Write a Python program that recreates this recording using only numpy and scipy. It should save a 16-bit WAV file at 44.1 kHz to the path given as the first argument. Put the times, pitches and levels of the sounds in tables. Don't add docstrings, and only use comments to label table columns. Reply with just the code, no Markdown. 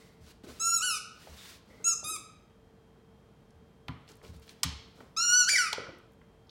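import sys
import numpy as np
from scipy import signal
from scipy.fft import rfft, irfft, next_fast_len
from scipy.io import wavfile
from scipy.ndimage import uniform_filter1d, map_coordinates

SR = 44100
rng = np.random.default_rng(int(sys.argv[2]) if len(sys.argv) > 2 else 0)


def put_to_file(sound):
    columns = np.atleast_2d(sound).T
    safe = np.clip(columns, -1, 1)
    whole_steps = np.round(safe * 32767)
    wavfile.write(sys.argv[1], SR, whole_steps.astype(np.int16))


def voltage_ratio(level):
    return 10 ** (np.asarray(level, float) / 20)


N = 286633

# pitch_hz, level_db (per Hz)
ROOM_AIR = [(15, -54.5), (25, -21), (45, -4.5), (208, -4), (288, -12.5), (410, -12.5), (445, -9),
            (510, -17.5), (568, -15), (617, -16), (687, -16.5), (2270, -30), (3230, -33.5), (3700, -34),
            (16500, -49.5)]
ROOM_AIR_DB = -61
# pitch_hz, wander_hz, level_db
FRIDGE_TONES = [(449.6, 1.2, -66.5), (493, 6, -79.5), (3200, 9.4, -81.5), (3160, 20, -89.5)]
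# pitch_hz, t60_s
KITCHEN_DECAY = [(100, 0.32), (1000, 0.74), (4000, 0.66), (8000, 0.4), (15000, 0.27)]
# pitch_hz, level_db (per Hz)
SWISH_COLOUR = [(530, -46), (900, -7), (1220, -6.5), (2660, -5.5), (3830, -5), (4220, -4), (15000, -19),
                (15900, -13.5), (16500, -33)]
# pitch_hz, level_db (per Hz)
DRAG_COLOUR = [(88, -20.5), (150, -12.5), (195, -12), (468, -11.5), (802, -23), (1500, -21.5),
               (1950, -53.5), (3300, -120)]
# start_s, strongest_s, end_s, swish_db, drag_db
FLOOR_STROKES = [(0, -0.006, 0.21, -63, -64), (0.187, 0.313, .33, -58.5, -68),
                 (.432, 0.446, 0.46, -59, -48.5), (.45, .49, 0.55, -62.5, -49.5),
                 (0.43, .53, 0.88, -58.5, -64.5), (1.12, 1.254, 1.41, -57.5, -63),
                 (1.289, 1.489, 1.6, -51, -67), (1.64, 1.707, 2.35, -68, -59.5),
                 (4.071, 4.097, 4.15, -58, -56), (4.221, 4.239, 4.35, -59.5, -54),
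                 (4.328, 4.35, 4.41, -64, -59.5), (4.414, 4.424, 4.5, -63.5, -67.5),
                 (4.459, 4.51, 4.545, -58.5, -60.5), (4.54, 4.556, 6, -75, -71),
                 (4.95, 4.975, 5.04, -68, -58), (5, 5.012, 5.12, -74, -54.5)]
# start_s, peak_db, pitch_hz, t60_s
LANDINGS = [(0.21, -41, 98, 0.078), (0.481, -49, 89, 0.14), (1.295, -41.5, 86, 0.095),
            (2.04, -40.5, 118, 0.068), (3.541, -47, 99, 0.068), (3.883, -39, 144.3, 0.04),
            (3.893, -19.5, 135.5, 0.034), (4.292, -34, 107.3, 0.087), (4.346, -45, 91.5, 0.14),
            (4.647, -30, 153, 0.075), (4.66, -26.5, 99.6, 0.08), (4.74, -40, 76.8, 0.13),
            (5.792, -40, 120.3, 0.074), (5.884, -41, 115, 0.061)]
# start_s, peak_db, centre_hz
CLAW_TICKS = [(0.436, -44, 2500), (1.66, -61, 11000), (2.506, -61, 3000), (3.506, -56, 6000),
              (3.882, -47, 10970), (4.01, -63, 6000), (4.089, -42, 4500), (4.117, -44, 5000),
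              (4.154, -51, 9000), (4.169, -53, 9030), (4.228, -58, 7040), (4.249, -41, 2500),
              (4.365, -51, 7000), (4.397, -52.5, 11000), (4.427, -52, 5000), (4.469, -54, 11200),
              (4.515, -55, 6960), (5.745, -52, 10000), (5.985, -55, 10420), (6.12, -60.5, 10040),
              (6.133, -60, 8990)]
# start_s, peak_db, centre_hz, spread_octaves
TOOTH_SNAPS = [(3.882, -31, 2940, .5), (3.883, -27.5, 1300, 1.07), (4.078, -40.5, 3200, 0.35),
               (4.279, -46.5, 4500, 0.44), (4.478, -42.5, 2500, 0.74), (4.492, -34, 3200, 0.77),
               (4.632, -8.5, 4500, 0.77), (4.639, -19, 4970, 1.14), (4.648, -36, 4500, 0.73),
               (5.729, -15, 3000, 0.93), (6.47, -58, 4800, .2), (6.494, -39.5, 4000, 0.32)]
# start_s, peak_db, ring_hz, t60_s
TOY_KNOCKS = [(.439, -38, 264, .03), (0.467, -46, 1310, .015), (.468, -40.5, 340, .04),
              (1.272, -41, 617, 0.052), (1.273, -46, 1514, 0.019), (1.708, -47.5, 495, 0.045),
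              (2.03, -38.5, 589, 0.026), (2.051, -48, 322, 0.14), (2.11, -48.5, 330, 0.14),
              (3.534, -60, 599, 0.043), (3.89, -36, 1000, 0.084), (4.215, -46, 1200, .02),
              (4.634, -27, 1180, 0.056), (4.65, -42.5, 525, .055), (5.005, -38, 1340, .021),
              (5.006, -30.5, 605, 0.02), (5.53, -44, 603, 0.099), (5.73, -28.5, 880, 0.036),
              (5.734, -40, 448, 0.035), (5.782, -27, 485, 0.024), (5.801, -37, 340, 0.051),
              (5.868, -32, 1100, 0.019), (5.887, -37, 327, 0.15), (5.889, -40.5, 545, .038),
              (6.214, -50, 1380, 0.031)]
# start_s, peak_db, centre_hz, t60_s
BREATH_WHINES = [
    (.01, -63.5, 2040, 1.1),
    (1.381, -50.5, 3660, .59),
    (1.7, -58, 2040, 1.1),
]
# time_s, reed_pitch_hz, level_db
BITE_SQUEAKS = [
    [(.596, 1214, -43.5), (.604, 1305, -34), (.63, 1335, -30), (.68, 1362, -27.5), (.748, 1372, -24),
     (.774, 1344, -28.5), (.8, 1220, -38)],
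    [(1.842, 1254, -30.5), (1.848, 1325, -29.5), (1.872, 1361, -24.5), (1.898, 1345, -25.5),
     (1.93, 1242, -31.5), (1.945, 1187, -35.5)],
    [(5.164, 1184, -42), (5.174, 1304, -29), (5.238, 1440, -27), (5.272, 1408, -27), (5.3, 1422, -23.5),
     (5.378, 1500, -21.5), (5.418, 1447, -22.5), (5.435, 1388, -29.5), (5.46, 1260, -35.5)],
]
# time_s, reed_pitch_hz, level_db
RELEASE_SQUEAKS = [
    [(.808, 1226, -38), (.83, 1469, -30), (.85, 1497, -30), (.876, 1460, -31), (.895, 1409, -30.5),
     (.908, 1322, -30), (.94, 1257, -34.5), (.97, 1182, -38), (.99, 1053, -52)],
    [(2.039, 1163, -45), (2.046, 1223, -39.5), (2.08, 1249, -36.5), (2.108, 1292, -35), (2.14, 1255, -37.5),
     (2.155, 1209, -40), (2.172, 1113, -37)],
    [(5.47, 1344, -36), (5.49, 1600, -20.5), (5.499, 2379, -25), (5.553, 2291, -25), (5.563, 1977, -21),
     (5.574, 1903, -28.5), (5.586, 1514, -24), (5.625, 1371, -30), (5.695, 1162, -41)],
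]
# pitch_hz, level_db
REED_OUTWARD = [(1200, 6.5), (2700, -4.5), (4100, 0), (5500, 0.5), (7000, 2), (8500, -6.5), (11000, -12.5),
                (13500, -19), (16000, -25)]
# pitch_hz, level_db
REED_INWARD = [(1200, 10), (2700, 0), (4100, -2), (5500, 4), (7000, 0), (8500, -0.5), (11200, -2.5),
               (12200, -23.5), (16000, -15.5)]
# resonance_hz, width_hz, gain_db
TOY_CAVITY = [(7096, 910, 12), (3000, 740, 1), (7055, 2490, 15.5), (6000, 3700, 0), (5840, 2600, 15),
              (5360, 1800, 11)]
# first_partial_db, second_partial_db, third_partial_db, top_db
MOUTH_OPENING = [(-2, -5.5, -4.5, 2.5), (-2, 3.2, -0.5, 2.1), (0.6, 2, -6, 6.5), (-2.5, 1.6, 2.9, 4.5),
                 (3.2, 2.1, 0.3, -2.5), (8.5, 4.5, 4.5, 0.7)]


def unit(x):
    return x / np.sqrt(np.mean(x ** 2) + 1e-20)


def along(points, hz):
    f, v = np.transpose(points)
    return np.interp(np.log(hz + 1), np.log(f + 1), v)


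def wobble(rate, size=N):
    knots = rng.standard_normal(int(size * rate / SR) + 4)
    return map_coordinates(knots, [np.arange(size) * rate / SR])


def shaped(x, gain):
    m = next_fast_len(len(x), True)
    return irfft(rfft(x, m) * gain(np.fft.rfftfreq(m, 1 / SR)), m)[:len(x)]


def noise(gain, size=N):
    return unit(shaped(rng.standard_normal(size), gain))


def add(track, s, x):
    part = track[round(s * SR):][:len(x)]
    part += x[:len(part)]


def ambience():
    level = voltage_ratio(ROOM_AIR_DB + 1.5 + 0.17 * wobble(4.1))
    out = level * noise(lambda f: voltage_ratio(along(ROOM_AIR, f)))
    for hz, wander_hz, db in FRIDGE_TONES:
        phase = 2 * np.pi * np.cumsum(hz + wander_hz * wobble(28)) / SR
        out += voltage_ratio(db + 0.5 + 1.0 * wobble(12)) * np.sin(phase)
    return out


def echoes():
    hz, t, z = signal.stft(rng.standard_normal(SR // 2), SR, nperseg=256)
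    decay_db = -60 * t / along(KITCHEN_DECAY, hz)[:, None]
    near_walls_db = 1.8 * np.exp(-t / .03)
    tail = signal.istft(z * voltage_ratio(decay_db + near_walls_db), SR, nperseg=256)[1]
    tail = tail * np.minimum(np.linspace(5, 0, len(tail)), 1)
    return tail / np.linalg.norm(tail)


def kitchen(x, wet_db):
    return x + voltage_ratio(wet_db) * signal.fftconvolve(x, np.pad(echoes(), (130, 0)))[:N]


def scuffs():
    t, out = np.arange(N) / SR, np.zeros(N)
    catches = 3.0 * rng.exponential(size=N) * (rng.random(N) < .02)
    grains = voltage_ratio(catches) * voltage_ratio(1.1 * wobble(70))
    swish = unit(shaped(grains * rng.standard_normal(N), lambda f: voltage_ratio(along(SWISH_COLOUR, f))))
    drag = unit(voltage_ratio(3.72 * wobble(60)) * noise(lambda f: voltage_ratio(along(DRAG_COLOUR, f))))
    for start, peak, end, swish_db, drag_db in FLOOR_STROKES:
        span = slice(max(int(start * SR), 0), int(end * SR))
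        press = np.interp(t[span], [start, peak, end], [0, 1, 0]) ** 0.99
        out[span] += press * (voltage_ratio(swish_db) * swish[span] + voltage_ratio(drag_db) * drag[span])
    return out


def thuds():
    out, t = np.zeros(N), np.arange(SR // 3) / SR
    for s, db, hz, t60 in LANDINGS:
        sagging = np.sin(2 * np.pi * hz * t * (1 - 3.8 * np.minimum(t, .1)))
        ring = sagging + 0.36 * np.sin(2 * np.pi * 1.7 * hz * t)
        add(out, s, voltage_ratio(db + 3.0 - 60 * t / t60) * (1 - np.exp(-t / 0.0053)) * ring)
    return out


def contacts():
    ticks = [(s, db, hz, 0.62, 0.015) for s, db, hz in CLAW_TICKS]
    snaps = [(*row, 0.018) for row in TOOTH_SNAPS]
    knocks = [(s, db, hz, .5 * (hz / 1000), t60) for s, db, hz, t60 in TOY_KNOCKS]
    whines = [(s, db, hz, .1, t60) for s, db, hz, t60 in BREATH_WHINES]
    return ticks + snaps + knocks + whines


def clicks():
    out, t = np.zeros(N), np.arange(SR // 4) / SR
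    bounce_s, bounce = .00094, .3
    lead = SR // 50
    for s, db, hz, octaves, t60 in contacts():
        def colour(f):
            body = np.exp(-.5 * (np.log2((f + 1) / hz) / octaves) ** 2)
            return body * (1 + bounce * np.cos(2 * np.pi * f * bounce_s))

        ring = 1.2 * (hz < 1600) * np.exp(-(octaves / 1.2) ** 2) * np.sin(2 * np.pi * hz * t)
        envelope = voltage_ratio(db - 4.0 - 60 * t / t60) * (1 - np.exp(-t / 0.0005))
        crack = envelope * (0.88 * noise(colour, size=len(t)) + ring)
        tail = shaped(np.pad(echoes(), lead), lambda f: colour(f) / (1 + (f / 6000) ** 2))[lead:]
        tail_level = voltage_ratio(-4.5 - 1.2 * np.log2(hz / 1000)) * np.linalg.norm(crack)
        add(out, s, crack)
        add(out, s + .004, tail_level * tail / np.linalg.norm(tail))
    return out


def roughness(t, hz, slip, inward):
    settle_s = .012
    edges = .15 * np.exp((t[0] - t) / (2 * settle_s)) + .35 * np.exp((t - t[-1] - 1 / SR) / settle_s)
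    overblown_hz = 1700
    strain = .27 * np.clip(hz / overblown_hz * 5 - 4.5, 0, 1)
    return np.clip(.02 + .1 * inward + edges + strain + slip, 0, .92)


def squeak(rows, inward, cavity, mouth):
    peak_hz, width_hz, peak_db = cavity
    first_db, second_db, third_db, top_db = mouth
    s, hz, db = np.transpose(rows)
    t = np.arange(s[0], s[-1], 1 / SR)
    k = np.arange(1, 15)[:, None]

    def smooth(v):
        return uniform_filter1d(np.interp(t, s, v), size=120, mode="nearest")

    def colour(f):
        resonance = peak_db / (1 + (2 * (f - peak_hz) / width_hz) ** 2)
        top = top_db / (1 + (6340 / (f + 1)) ** 8)
        return along(REED_INWARD if inward else REED_OUTWARD, f) + resonance + top

    glide = np.abs(np.gradient(np.log(smooth(hz)))) * SR
    slip = np.maximum(glide - 5, 0) / 90
    rough = roughness(t, smooth(hz), slip, inward)
    jitter = .001 * wobble(100, size=len(t)) + .05 * rough ** 1.3 * wobble(400, size=len(t))
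    pitch = smooth(hz) * (1 + jitter)
    flutter = np.array([wobble(45.05, size=len(t)) for _ in k])
    partial_db = colour(k * pitch) + first_db * (k == 1) + second_db * (k == 2) + third_db * (k == 3)
    partial_db = partial_db - 30 * slip * (k > 1)
    level = voltage_ratio(partial_db + (3.0 + 3.7 * rough) * flutter) * (k * pitch < 16500)
    phase = 2 * np.pi * (k * np.cumsum(pitch) / SR + rng.random(k.shape))
    tone = np.sum(level * np.sin(phase), axis=0) / np.sqrt(np.sum(level ** 2, axis=0) / 2)
    hiss = noise(lambda f: voltage_ratio(colour(f)) / (1 + (2300 / (f + 1)) ** 4), size=len(t))
    fade = np.clip(np.minimum((t - s[0]) / .002, (s[-1] - t) / .008), 0, 1)
    return voltage_ratio(smooth(db)) * (np.sqrt(1 - rough ** 2) * tone + 1.1 * rough ** 1.4 * hiss) * fade


def squeaker():
    out = np.zeros(N)
    squeaks = [rows for pair in zip(BITE_SQUEAKS, RELEASE_SQUEAKS) for rows in pair]
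    for i, (rows, cavity, mouth) in enumerate(zip(squeaks, TOY_CAVITY, MOUTH_OPENING)):
        add(out, rows[0][0], squeak(rows, i % 2, cavity, mouth))
    return out


def scene():
    floor = kitchen(scuffs(), wet_db=-8.5) + kitchen(thuds(), wet_db=-2.0)
    toy = clicks() + kitchen(squeaker(), wet_db=-6.0)
    return (ambience() + floor + toy)[None]


def low_pass(x):
    return signal.sosfilt(signal.butter(12, 16820, fs=SR, output="sos"), x)


def record(dry):
    def band(f):
        return np.clip((16400 - f) / 600, .006, 1) / (1 + (34 / (f + 1)) ** 8)

    mix = shaped(dry[0], band)[None]
    return low_pass(mix)


dry = scene()
out = record(dry)
put_to_file(out)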